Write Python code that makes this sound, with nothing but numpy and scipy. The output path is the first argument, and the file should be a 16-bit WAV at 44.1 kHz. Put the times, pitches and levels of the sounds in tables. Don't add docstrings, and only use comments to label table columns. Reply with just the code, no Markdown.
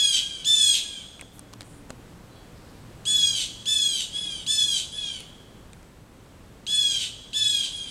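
import sys
import numpy as np
from scipy import signal
from scipy.fft import rfft, irfft
from scipy.io import wavfile

SR = 44100
rng = np.random.default_rng(int(sys.argv[2]) if len(sys.argv) > 2 else 0)


def put_to_file(sound):
    columns = np.atleast_2d(sound).T
    safe = np.clip(columns, -1, 1)
    whole_steps = np.round(safe * 32767)
    wavfile.write(sys.argv[1], SR, whole_steps.astype(np.int16))


def voltage_ratio(level):
    return 10 ** (np.asarray(level, float) / 20)


N = 348390


def rms_one(x):
    return x / np.sqrt(np.mean(x ** 2) + 1e-20)


def at_hz(points, hz):
    curve_hz, curve_db = np.array(points).T
    return np.interp(np.log(np.maximum(hz, 1)), np.log(curve_hz), curve_db)


def coloured(points, size):
    hz = np.fft.rfftfreq(size, 1 / SR)
    spectrum = rfft(rng.standard_normal(size)) * voltage_ratio(at_hz(points, hz))
    return rms_one(irfft(spectrum, size))


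def drift(rate_hz, size):
    r = np.exp(-2 * np.pi * rate_hz / SR)
    noise = rng.standard_normal(size + 8000)
    return rms_one(signal.lfilter([1], [1, -2 * r, r * r], noise)[8000:])


def ring(x, hz, t60):
    r, w = voltage_ratio(-60 / (t60 * SR)), 2 * np.pi * hz / SR
    return signal.lfilter([0, np.sin(w)], [1, -2 * r * np.cos(w), r * r], x)


def add(out, piece, s):
    at = round(s * SR)
    piece = piece[max(-at, 0):N - at]
    out[max(at, 0):max(at, 0) + len(piece)] += piece


def syrinx_rate(call, top_s, swoop, fray, age):
    _, length, top_hz, sag, _ = call
    turn_s = 0.01355
    climb = 30.85 * np.clip(1 - age / top_s, 0, 1) ** 2
    rate = top_hz - climb - sag * turn_s * np.logaddexp(0, (age - top_s) / turn_s)
    rate = rate + 350 * np.clip(age - top_s, 0, length) * (length - age).clip(0)
    rate = rate * (1 - swoop * np.exp(-age / 0.0056))
    rate = rate - 17.86 * fray
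    slow_wobble = .0022 * drift(25, len(age))
    roughness = (.003 + .006 * age + .008 * fray) * drift(350, len(age))
    return rate * (1 + slow_wobble + roughness)


def voice_lines(rate, throat, half_db, quarter_db, fade_db, fray, age):
    size = len(age)
    phase = np.pi * np.cumsum(rate) / SR
    doubling = np.clip((age - .015) / .04, 0, 1) * voltage_ratio(-9 * np.exp(-age / .1))
    off_peak = np.clip(((age - .13) / .07) ** 2, 0, 1 - fray / 2)
    lines = 0
    for k in range(3, 38):
        if k % 2:
            line_db = quarter_db - 6 * max(8 - k, 0) - 14 * off_peak
            share = doubling * voltage_ratio(line_db + 3 * np.minimum(drift(6, size), 1))
        elif k % 4:
            line_db = min(half_db + 5 * np.log2(k / 10), 0)
            share = doubling * voltage_ratio(line_db + 2 * drift(5, size))
        else:
            share = 1
        depth_db = fade_db * (.3 + min(max(k - 8, 0), 14) / 4.5)
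        fade = depth_db * np.minimum(.8 * drift(12, size) + .7 * drift(70, size), 1.2)
        tone = np.sin(k * phase + rng.uniform(0, 2 * np.pi))
        lines = lines + share * voltage_ratio(at_hz(throat, k * rate / 2) + fade) * tone
    return lines


def scream(call, manner, quarter_db, voice, tract, fade_db, swoop, size=24000):
    _, length, _, _, db = call
    top_s, attack_s, rasp_db, tilt_db, fray_s = manner
    half_db, breath_db, onset_db, tiring_db = voice
    throat = [(f, g + tilt_db * np.log2(f / 3300)) for f, g in tract]
    age = np.arange(size) / SR
    fray = np.clip(1 - (length - .03 - age) / fray_s, 0, 1) ** 1.5

    rate = syrinx_rate(call, top_s, swoop, fray, age)
    lines = voice_lines(rate, throat, half_db, quarter_db, fade_db, fray, age)
    lines = lines / np.sqrt(np.mean(lines[age < length] ** 2))
    flutter = 1 - 0.37 * fray + 0.39 * fray * drift(300, size)

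    airy = [(f, g + 10.5 * np.log2(f / 3300)) for f, g in throat]
    puff_db = 7 * np.exp(-((age - .04) / .03) ** 2)
    breath = coloured(airy, size) * voltage_ratio(breath_db + puff_db)
    raspy = [(f, .8 * g - 14 * max(np.log2(2600 / f), 0)) for f, g in throat]
    rasp = coloured(raspy, size) * fray * voltage_ratio(rasp_db + 2.5 * drift(220, size))

    effort_db = db + onset_db * np.clip(1 - age / attack_s, 0, 1) - tiring_db * age
    effort_db = effort_db + 2.05 * np.clip(age / 0.19, 0, 1) ** 2 * drift(10.4, size)
    effort_db = effort_db - 15.5 * np.clip(1 - (length - age) / 0.051, 0, 1)
    start = np.clip(age / 0.00059, 0, 1)
    stop = np.exp(-np.clip(age - length, 0, 1) / 0.0038)
    return voltage_ratio(effort_db) * start * stop * (lines * flutter + breath + rasp)


def jay(calls, manners, quarters_db, voice, tract, fade_db, swoop):
    out = np.zeros(N)
    for call, manner, quarter_db in zip(calls, manners, quarters_db):
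        add(out, scream(call, manner, quarter_db, voice, tract, fade_db, swoop), call[0])
    return out


def near_jay():
    # (start [s], length [s], highest half rate of the syrinx [Hz], sag [Hz per s], level [dB])
    near_calls = [
        (-.13, 0.36, 862, 335.3, -18),
        (.446, 0.35, 887, 368.7, -18),
        (3.053, 0.41, 860.4, 348.5, -21),
        (3.656, 0.4, 876.8, 370.4, -20.5),
        (4.464, 0.37, 874.4, 392.3, -20),
        (6.666, 0.42, 857.8, 328, -20),
        (7.331, 0.38, 871.4, 287.8, -20.5),
    ]
    # (time to top pitch [s], attack [s], closing rasp [dB], brightness [dB per octave], fraying [s])
    near_manner = [(.06, .04, -5.5, 0.7, 0.15), (.07, 0.03, 1.5, 2.5, 0.055), (0.074, 0.026, -4, 1.7, 0.15),
                   (0.051, 0.026, -8, 1.8, 0.14), (0.073, .03, -4.5, 1.7, 0.088),
                   (0.082, 0.075, -4.5, -0.05, 0.2), (.035, 0.037, -6, 0.1, 0.15)]
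    near_quarter_db = [-24, -15, -17, -24, -20, -26, -13]
    # (half lines [dB], breath [dB], onset [dB], tiring [dB per s])
    near_voice = (-9, -20, -11, 10.5)
    # (frequency [Hz], level [dB])
    near_throat = [(800, -37.5), (1700, -23), (2100, -11), (2600, -4), (3300, 3.5), (3750, 4), (4250, -3),
                   (5100, -12), (5900, -8.5), (6800, -10), (8600, -13.5), (10300, -27), (12500, -35.5),
                   (16000, -62)]
    return jay(near_calls, near_manner, near_quarter_db, near_voice, near_throat, fade_db=1.7, swoop=0.3)


def far_jay():
    # (start [s], length [s], highest half rate of the syrinx [Hz], sag [Hz per s], level [dB])
    far_calls = [
        (.13, 0.33, 825, 269, -28.5),
        (.74, 0.32, 850, 416, -32.5),
        (4.128, 0.34, 851.4, 494.5, -25.5),
        (4.92, 0.32, 857.8, 513.4, -27),
        (7.71, 0.26, 835, 375, -29.5),
    ]
    # (time to top pitch [s], attack [s], closing rasp [dB], brightness [dB per octave], fraying [s])
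    far_manner = [(.06, 0.029, -26, -4, 0.054), (.07, 0.09, -20, -7.5, 0.057), (0.08, 0.028, -14, 0, 0.093),
                  (.05, 0.064, -20, -0.5, 0.16), (0.0224, 0.056, 0, 0, 0.12)]
    far_quarter_db = [-22, -18, -8, -8, -12]
    # (half lines [dB], breath [dB], onset [dB], tiring [dB per s])
    far_voice = (-6.5, -18, -9, 25)
    # (frequency [Hz], level [dB])
    far_throat = [(800, -26), (1650, -28), (2100, -6), (2500, -9.5), (3400, -0.5), (3800, -8.5),
                  (5100, -18), (5900, -17.5), (6800, -18.5), (8600, -23.5), (9500, -18.5), (12000, -54),
                  (14000, -58), (16000, -66)]
    bird = jay(far_calls, far_manner, far_quarter_db, far_voice, far_throat, fade_db=2.4, swoop=0.059)
    return bird * voltage_ratio(-5.0)


def trees(x):
    trunks_t60_s, woods_t60_s = .25, 1.15
    trunks_db, woods_db, leaf_cut_hz = -6, -14, 14000
    t = np.arange(int(1.6 * SR)) / SR
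    bright, far = rng.standard_normal((2, len(t)))
    dull = signal.sosfilt(signal.butter(1, leaf_cut_hz, fs=SR, output="sos"), far)
    quick = bright * voltage_ratio(-60 * t / trunks_t60_s) * np.clip(t / 0.022, 0, 1)
    slow = dull * voltage_ratio(-60 * t / woods_t60_s) * np.clip(t / 0.0067, 0, 1)
    tail = voltage_ratio(trunks_db) * rms_one(quick) + voltage_ratio(woods_db) * rms_one(slow)
    return signal.fftconvolve(x, tail / np.sqrt(len(t)))[:N]


def air():
    # (frequency [Hz], level [dB per Hz])
    air_curve = [(12, -53), (20, -2.5), (133, -4), (166, -4), (440, -13), (492, -12.5), (687, -17),
                 (1340, -21), (2410, -26.5), (3180, -27), (5110, -32), (7970, -33), (15600, -42)]
    return voltage_ratio(-49 + 1.2 * drift(0.33, N)) * coloured(air_curve, N)


def insects():
    middle_hz, width_hz = 7950, 260
    edges_hz = [middle_hz - width_hz / 2, middle_hz + width_hz / 2]
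    band = signal.butter(1, edges_hz, "band", fs=SR, output="sos")
    chorus = rms_one(signal.sosfilt(band, rng.standard_normal(N)))
    return chorus * voltage_ratio(-75 + 1.0 * drift(8.9, N))


def engines():
    # (middle [s], half length [s], frequency [Hz], level [dB])
    engine_hums = [
        (1.9, 1, 110.4, -58),
        (3.25, 0.8, 110.2, -52.5),
        (4.8, 0.59, 116, -57),
        (7.1, 0.9, 111.6, -59),
        (.25, 0.077, 305, -54.5),
        (1.6, 0.41, 288.8, -55.5),
        (4.4, .2, 297, -54.5),
    ]
    t = np.arange(N) / SR
    out = 0
    for s, half, hz, db in engine_hums:
        wandering_hz = hz * (1 + .015 * drift(3, N))
        hum = np.sin(2 * np.pi * np.cumsum(wandering_hz) / SR)
        swell = np.exp(-((t - s) / half) ** 2)
        out = out + voltage_ratio(db + 4.2 * drift(4.9, N)) * swell * hum
    return out


def ticks():
    # (time [s], crack [dB], knock [dB], shell pitch [Hz], shell [dB])
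    tick_list = [(1.194, -45, -53, 2457, -33), (1.2115, -25.5, -52, 2420, -29.5),
                 (1.2234, -44, -56, 728, -37), (1.3838, -48, -52, 610, -52), (1.3937, -27.5, -44, 847, -44),
                 (1.5304, -51, -45, 720, -42), (1.5359, -37, -35.5, 950, -36),
                 (1.6078, -31.5, -35.5, 2830, -36), (1.618, -35, -42, 2160, -54),
                 (1.6294, -45, -49, 600, -52), (1.8966, -42, -49, 797, -41), (1.904, -30, -34.5, 726, -30),
                 (5.2046, -26, -39, 2850, -37), (5.7324, -36, -45.5, 2340, -41),
                 (5.8287, -46, -56, 848, -58)]
    out, t = np.zeros(N), np.arange(1500) / SR
    for s, crack_db, knock_db, shell_hz, shell_db in tick_list:
        crack_hz = 6850 + 76 * (crack_db + 52.5)
        burst = rng.standard_normal((3, 1500))
        crack = ring(ring(burst[0] * np.exp(-t / .0004), crack_hz, .001), crack_hz, .0007)
        knock = ring(ring(burst[1] * np.exp(-t / 0.0022), 4300, 0.00034), 4600, 0.00024)
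        shell = ring(burst[2] * np.exp(-t / 0.0027), shell_hz, 0.0045)
        for part, db in ((crack, crack_db), (knock, knock_db + 7.5), (shell, shell_db + 0.13)):
            add(out, voltage_ratio(db) * part / np.abs(part).max(), s)
    return out


def chirps_and_rustles():
    # (start [s], length [s], low edge [Hz], high edge [Hz])
    blur_bands = [
        (2.31, .16, 3980, 4120),
        (2.3, .2, 4440, 4560),
        (2.34, .16, 3200, 3450),
        (2.54, .22, 5120, 5260),
        (2.55, .45, 3700, 5000),
        (1.64, .2, 8300, 10000),
        (1.64, .16, 7000, 8100),
        (1.33, .065, 7500, 13000),
        (5.75, .12, 8000, 11000),
    ]
    blur_levels = [-66, -68, -63, -70, -66, -62, -64, -58, -70]
    size = 20000
    out, t = np.zeros(N), np.arange(size) / SR
    for (s, length, low_hz, high_hz), db in zip(blur_bands, blur_levels):
        band = signal.butter(2, [low_hz, high_hz], "band", fs=SR, output="sos")
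        noise = rms_one(signal.sosfilt(band, rng.standard_normal(size)))
        swell = np.sin(np.pi * (t / length).clip(0, 1) ** 0.53) ** .5
        add(out, voltage_ratio(db + 1.7 * drift(25, size)) * swell * noise, s)
    return out


def scene():
    near = near_jay()
    far = far_jay()
    scattered = trees(near + 1.4 * far)
    birds = voltage_ratio(-1.87) * near + far + scattered
    surroundings = air() + insects() + engines() + ticks() + chirps_and_rustles()
    return (birds + surroundings)[None]


def top_cut(x):
    return signal.sosfilt(signal.butter(12, 15710, fs=SR, output="sos"), x)


def record(dry):
    return top_cut(dry)


dry = scene()
out = record(dry)
put_to_file(out)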